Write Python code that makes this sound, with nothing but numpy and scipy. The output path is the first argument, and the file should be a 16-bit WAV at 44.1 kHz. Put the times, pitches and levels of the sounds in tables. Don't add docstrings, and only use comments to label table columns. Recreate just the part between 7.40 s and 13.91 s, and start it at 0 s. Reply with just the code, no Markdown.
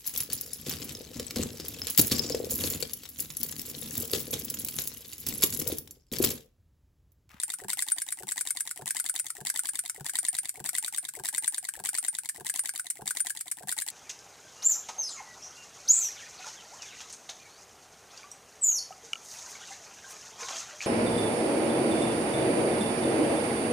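import sys
import numpy as np
from scipy import signal
from scipy.fft import rfft, irfft, next_fast_len
from scipy.io import wavfile

SR = 44100
rng = np.random.default_rng(int(sys.argv[2]) if len(sys.argv) > 2 else 0)


def int16_out(signal):
    q = np.round(np.clip(np.atleast_2d(signal).T, -1, 1) * 32767)
    wavfile.write(sys.argv[1], SR, q.astype(np.int16))


N = 287091


def amp(db):
    return 10 ** (np.asarray(db) / 20)


def curve_at(points, hz):
    f, value = np.transpose(points)
    return np.interp(np.log(hz + 1), np.log(f), value)


def add(mix, s, sound):
    at = round(s * SR)
    sound = sound[max(-at, 0):]
    part = mix[max(at, 0):][:len(sound)]
    part += sound[:len(part)]


def panned(x, db):
    return x * amp(db * np.array([[.5], [-.5]]))


def blows(times, db, rise_s, fall_s):
    t, out = np.arange(SR // 10) / SR, np.zeros(N)
    shape = (1 - np.exp(-t / rise_s)) ** 2 * np.exp(-t / fall_s)
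    for s, gain in zip(times, amp(db) / shape.max()):
        add(out, s, gain * shape)
    return out


# f/Hz, likeness (1 = the same)
EAR_LIKENESS = [(100, 0.94), (1500, 0.6), (4000, 0.23), (15000, 0.022)]

def rattle(outline, tone, side=None, grit_db=0, size=2048):
    length = next_fast_len(N, True)
    left, other = rfft(rng.standard_normal((2, length)))
    alike = np.clip(curve_at(EAR_LIKENESS, np.fft.rfftfreq(length, 1 / SR)), -1, 1)
    right = alike * left + np.sqrt(1 - alike ** 2) * other
    noise = irfft(np.array([left, right]), length)[:, :N]
    grit = amp(grit_db * np.repeat(rng.uniform(-1, 1, N // 20 + 1), 20)[:N])
    hz = abs(np.fft.fftfreq(size, 1 / SR))
    balance = panned(1, 0 if side is None else curve_at(side, hz))
    gain = amp(curve_at(tone, hz)) * balance / np.sqrt((balance ** 2).mean(0))
    taps = np.fft.ifft(np.exp(signal.hilbert(np.log(gain)).conj())).real
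    taps /= np.sqrt((taps ** 2).sum(1).mean() * np.mean(grit ** 2))
    return signal.oaconvolve(noise * grit * outline, taps, axes=1)[:, :N]


def knocks(times, db, hz, swell_s):
    t, out = np.arange(SR // 20) / SR, np.zeros(N)
    shape = t / swell_s * np.exp(1 - t / swell_s)
    for s, gain, f, phase in zip(times, amp(db), hz, rng.random(len(times))):
        add(out, s, gain * shape * np.sin(2 * np.pi * (f * t + phase)))
    return out


def ring(times, db, notes, scatter_db, rise_s):
    hz, note_db, fade_s, side_db, lead = np.transpose(notes)
    t, out = np.arange(SR // 5)[:, None] / SR, np.zeros((2, N))
    waves = amp(note_db - 60 * t / fade_s) * np.exp(2j * np.pi * hz * t) * (1 - np.exp(-t / rise_s))
    ears = panned(np.exp(.5j * lead * np.array([[1], [-1]])), side_db)
    for s, gain, (size, phase) in zip(times, amp(db), rng.standard_normal((len(times), 2, len(notes)))):
        shares = ears * amp(scatter_db * size) * np.exp(.5j * phase)
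        left, right = gain * (shares @ waves.T).imag
        add(out[0], s, left)
        add(out[1], s, right)
    return out


# f/Hz, level/dB
AIR_TONE = [(25, -16), (120, 4), (900, -21.5), (5000, -12), (9000, -3), (16000, -9)]

def room_air():
    return rattle(amp(-64.5), AIR_TONE)


def room_echoes(x, tail_db=-13, fade_s=.15, echo_s=.0068, echo_db=-13):
    t = np.arange(SR // 2) / SR
    tail = rng.choice([-1, 1], (2, len(t))) * (rng.random((2, len(t))) < .1)
    tail = tail * (t > .004) * amp(-60 * t / fade_s)
    tail *= amp(tail_db) / np.linalg.norm(tail[0])
    tail[:, round(echo_s * SR)] += amp(echo_db)
    return signal.fftconvolve(x, tail, axes=1)[:, :N]


# f/Hz, level/dB
SLIDE_TONE = [(100, -1), (260, -21), (390, 4.5), (580, -5.5), (780, 2.5), (1050, -16), (1600, -40),
              (5000, -53)]
# f/Hz, level/dB, time to fade 60 dB/s, left over right/dB, left lead/rad
WOOD_NOTES = [(76, -10, 0.036, -2, 0.061), (119.5, -15.5, 0.21, -3, 0.27), (140.5, -1.5, 0.091, 3, 0.18),
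              (195.5, -9, 0.26, 3, 0), (372, -3.5, 0.1, -2, 0.3), (875, 11.5, 0.012, -3, 0.029)]
# t/s (the wheel is left at full speed), level/dB (of the thump, relative)
PULLS = [(-0.2988, -47), (0.2828, -47.5), (0.8699, -48.5), (1.4579, -44.5), (2.0504, -47), (2.6449, -49),
         (3.241, -47.5), (3.8364, -46), (4.4383, -48), (5.0469, -48), (5.657, -44), (6.2724, -47.5),
         (6.8905, -45.5)]

def solenoid(slide_s=.0349, home_s=.0348):
    ends, db = np.transpose(PULLS)
    times = ends - home_s
    slide = blows(times - slide_s, db + .068, rise_s=.0061, fall_s=.0069)
    slide += blows(times - .012, db - 2.5, rise_s=.0084, fall_s=.0072)
    return rattle(slide, SLIDE_TONE) + ring(times - .001, db + 3, WOOD_NOTES, scatter_db=3.5, rise_s=.00098)


def flywheel(coasts=5, slowing=.0483, powered_length=1.104):
    pulls = np.transpose(PULLS)[0]
    share = np.append((1 + slowing) ** np.arange(coasts), powered_length)
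    period = np.outer(np.diff(pulls), share / share.sum()).ravel()
    fired = np.arange(len(period)) % len(share) == coasts
    return pulls[0] + np.cumsum(period) - period, period, fired


USUAL_TURN_S = .1

def strength(force, period):
    db, lost_db_per_ms, lost_db_per_ms2, chance_db = force
    longer_ms = 1000 * (period - USUAL_TURN_S)
    level = db - lost_db_per_ms * longer_ms - lost_db_per_ms2 * longer_ms ** 2
    return level + chance_db * rng.standard_normal(len(period))


POWERED_DB = -3.5
# level/dB, loss/(dB/ms), loss/(dB/ms^2), chance/dB
JOINT_FORCE = (-39.5, 0.3134, 0.0031, 1.63)
# f/Hz, level/dB
RUMBLE_TONE = [(25, -36), (145, -1.5), (240, -11), (310, -17.5), (550, -7.5), (760, 3), (1200, -3),
               (3000, -21)]
# crank angle/turns, f/Hz, level/dB (relative)
FRAME_KNOCKS = [(0.04, 299, -23), (0.187, 372, -27.5), (0.548, 371, -33.5)]

def crank():
    start, period, fired = flywheel()
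    level = strength(JOINT_FORCE, period) + POWERED_DB * fired
    shake = rattle(blows(start + .0021, level - 16, rise_s=.0094, fall_s=.0061), RUMBLE_TONE)
    for angle, hz, db in FRAME_KNOCKS:
        knock = knocks(start + angle * period, level + db, np.full(len(start), hz), swell_s=.0068)
        shake += panned(knock, db=-6)
    return shake


# crank angle/turns, level/dB, knock f/Hz, knock level/dB (levels relative)
COASTING_TICKS = [(0.002, 6, 820, -11), (0.08, -6, 1900, -11.5), (0.13, 7, 1950, -2.5),
                  (0.208, -1, 1050, -14), (0.358, 7.5, 2100, -30), (0.478, 8.5, 1500, -26)]
POWERED_TICKS = [(0.002, 5, 830, -13), (0.08, -7, 1900, -11), (0.153, 5, 1940, -1), (0.26, 2, 1500, -28),
                 (0.318, -2, 1500, -28), (0.527, 2, 1650, -9), (0.612, 5, 1550, -5)]
# f/Hz, level/dB
TICK_TONE = [(100, -36), (1200, -23), (2100, -11), (2700, -7.5), (3700, -8.5), (5000, -8), (6800, -6.5),
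             (7700, 6.5), (8500, -0.5), (9400, 5.5), (10500, -5), (13000, -5), (15800, -6.5)]
# f/Hz, left over right/dB
TICK_LEAN = [(4500, 0), (6800, 1.5), (7700, 12), (9200, 8.5), (11000, -11), (12800, 40), (15000, -19)]

def ticks(scatter_db=1.6, wander=.007, detune=.06, slow_s=.108, slack_db=14, lag_per_s=2.2):
    start, period, fired = flywheel()
    turn_db = strength(JOINT_FORCE, period) + POWERED_DB * fired
    slack = np.clip((period - slow_s) / (period.max() - slow_s), 0, 1)
    outline, body = np.zeros(N), np.zeros(N)
    for pattern, turns in (COASTING_TICKS, ~fired), (POWERED_TICKS, fired):
        for angle, db, hz, knock_db in pattern:
            loose = (angle > .3) * ~fired
            level = (turn_db - slack_db * slack * loose)[turns]
            lag = (lag_per_s * (period - USUAL_TURN_S) * loose)[turns]
            late, size, pitch = rng.standard_normal((len(level), 3)).T
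            times = start[turns] + period[turns] * (angle + lag + wander * late * np.sqrt(abs(angle)))
            outline += blows(times, level + db + scatter_db * size, rise_s=.000098, fall_s=.0032)
            body += knocks(times, level + knock_db + 2.5, hz * (1 + detune * pitch), swell_s=2.2 / hz)
    return rattle(outline, TICK_TONE, TICK_LEAN, grit_db=6) + panned(body, db=-4)


# level/dB, loss/(dB/ms), loss/(dB/ms^2), chance/dB
ROD_FORCE = (-27, 0.3229, 0.0272, 0.83)
# f/Hz, level/dB
SLAP_TONE = [(100, -17), (500, -24), (800, -8.5), (1400, -18.5), (2000, 3.5), (2600, -17.5), (3700, 4.5),
             (4200, -2), (4700, 0), (5500, -11), (6900, 2), (8700, 2), (10500, 0), (13000, -11),
             (15800, -69)]
# f/Hz, left over right/dB
SLAP_LEAN = [(2200, -1), (4600, -9), (5500, -3), (6900, 3.5), (8800, 10.5), (10700, -3.5), (13000, 9)]

def slaps(angle=.206):
    start, period, fired = flywheel()
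    times = (start + period * angle)[~fired]
    db = strength(ROD_FORCE, period[~fired])
    outline = blows(times, db + 2, rise_s=.000076, fall_s=.0014)
    outline += blows(times, db - 3.5, rise_s=.0057, fall_s=.0014)
    return rattle(outline, SLAP_TONE, SLAP_LEAN)


# level/dB, loss/(dB/ms), loss/(dB/ms^2), chance/dB
CRACK_FORCE = (-27.5, 0.26, -0.004, -0.63)
RING_FORCE = (-23, 0.27, 0.13, 2.2)
FRAME_FORCE = (-35, 0.27, 0.01, 2.26)
# t/s, extra ring level/dB, extra knock level/dB
UNEVEN_CLACKS = [(0.033, 1, -4), (0.519, 3, 0), (1.507, 1, 4), (1.797, 5, -3), (2.884, 5, -2),
                 (3.383, 3, 0), (3.48, -12, 0), (3.581, 4, 0), (3.688, -13, 0), (4.289, 1, 6),
                 (5.192, 4, 0), (5.291, -4, 1), (5.395, 2, 4), (5.505, 0, -7), (5.708, -4, 2),
                 (5.803, 3, -3), (5.903, -3, 0), (6.008, -8, -3), (6.324, -4, 3), (6.42, -5, 3)]
# t/s, level/dB (relative)
LINK_SNAPS = [(4.286, -30), (4.8892, -22.5), (5.501, -22.5), (6.114, -22)]
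# f/Hz, level/dB, time to fade 60 dB/s, left over right/dB, left lead/rad
STEEL_NOTES = [(8915, -1.5, .075, 0, 1.0), (9030, 0, .035, 3, 0), (9066, -3.5, .115, 4, -0.6),
               (9160, -11, .1, -8, -2.7), (9305, -9.5, .075, -1, 0.1), (10325, -17, .04, -3, -0.6),
               (10632, -15, .04, 3, 0.8)]
# f/Hz, level/dB
CLACK_TONE = [(100, -54), (900, -26.5), (2200, -9), (2800, -19.5), (3900, -19), (4800, -11.5), (6500, -10),
              (7500, -0.5), (8400, 4), (9700, -1), (11000, -5), (13000, -7.5), (15800, -21.5)]
# f/Hz, left over right/dB
CLACK_LEAN = [(4000, -0.5), (6800, 2), (8000, 8.5), (9500, -7.5), (11000, 11), (13000, -5.5), (15000, 35)]

def clacks(angle=.5488, knock_hz=1556, detune=.04):
    start, period, fired = flywheel()
    times = (start + period * angle)[~fired]
    db, ring_db, knock_db = (strength(f, period[~fired]) for f in (CRACK_FORCE, RING_FORCE, FRAME_FORCE))
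    for s, more_ring_db, more_knock_db in UNEVEN_CLACKS:
        nearest = np.argmin(abs(times - s))
        ring_db[nearest] += more_ring_db
        knock_db[nearest] += more_knock_db
    snap_s, snap_db = np.transpose(LINK_SNAPS)
    outline = blows(times - .0015, db + 1.5, rise_s=.0016, fall_s=.0037)
    outline += blows(times + .0011, db + 3, rise_s=.0001, fall_s=.00011)
    outline += blows(snap_s, snap_db, rise_s=.00028, fall_s=.0026)
    pitches = knock_hz * (1 + detune * rng.standard_normal(len(times)))
    knock = knocks(times, knock_db, pitches, swell_s=.0014)
    hit_s, hit_db = np.append(times + .0015, snap_s), np.append(ring_db, snap_db - 8)
    steel = ring(hit_s, hit_db, STEEL_NOTES, scatter_db=1.5, rise_s=.0005)
    return rattle(outline, CLACK_TONE, CLACK_LEAN, grit_db=6) + knock + steel


def scene():
    engine = ticks() + slaps() + clacks() + solenoid() + crank()
    return engine + room_echoes(engine) + room_air()


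def record(dry, ceiling=.55, low_hz=58, high_hz=16050):
    thin = signal.sosfilt(signal.butter(2, low_hz, "high", fs=SR, output="sos"), dry)
    rounded = ceiling * np.tanh(thin / ceiling)
    lowpass = signal.firwin(255, high_hz, window=("kaiser", 9), fs=SR)
    return signal.oaconvolve(rounded, lowpass[None], "same")


dry = scene()
out = record(dry)
int16_out(out)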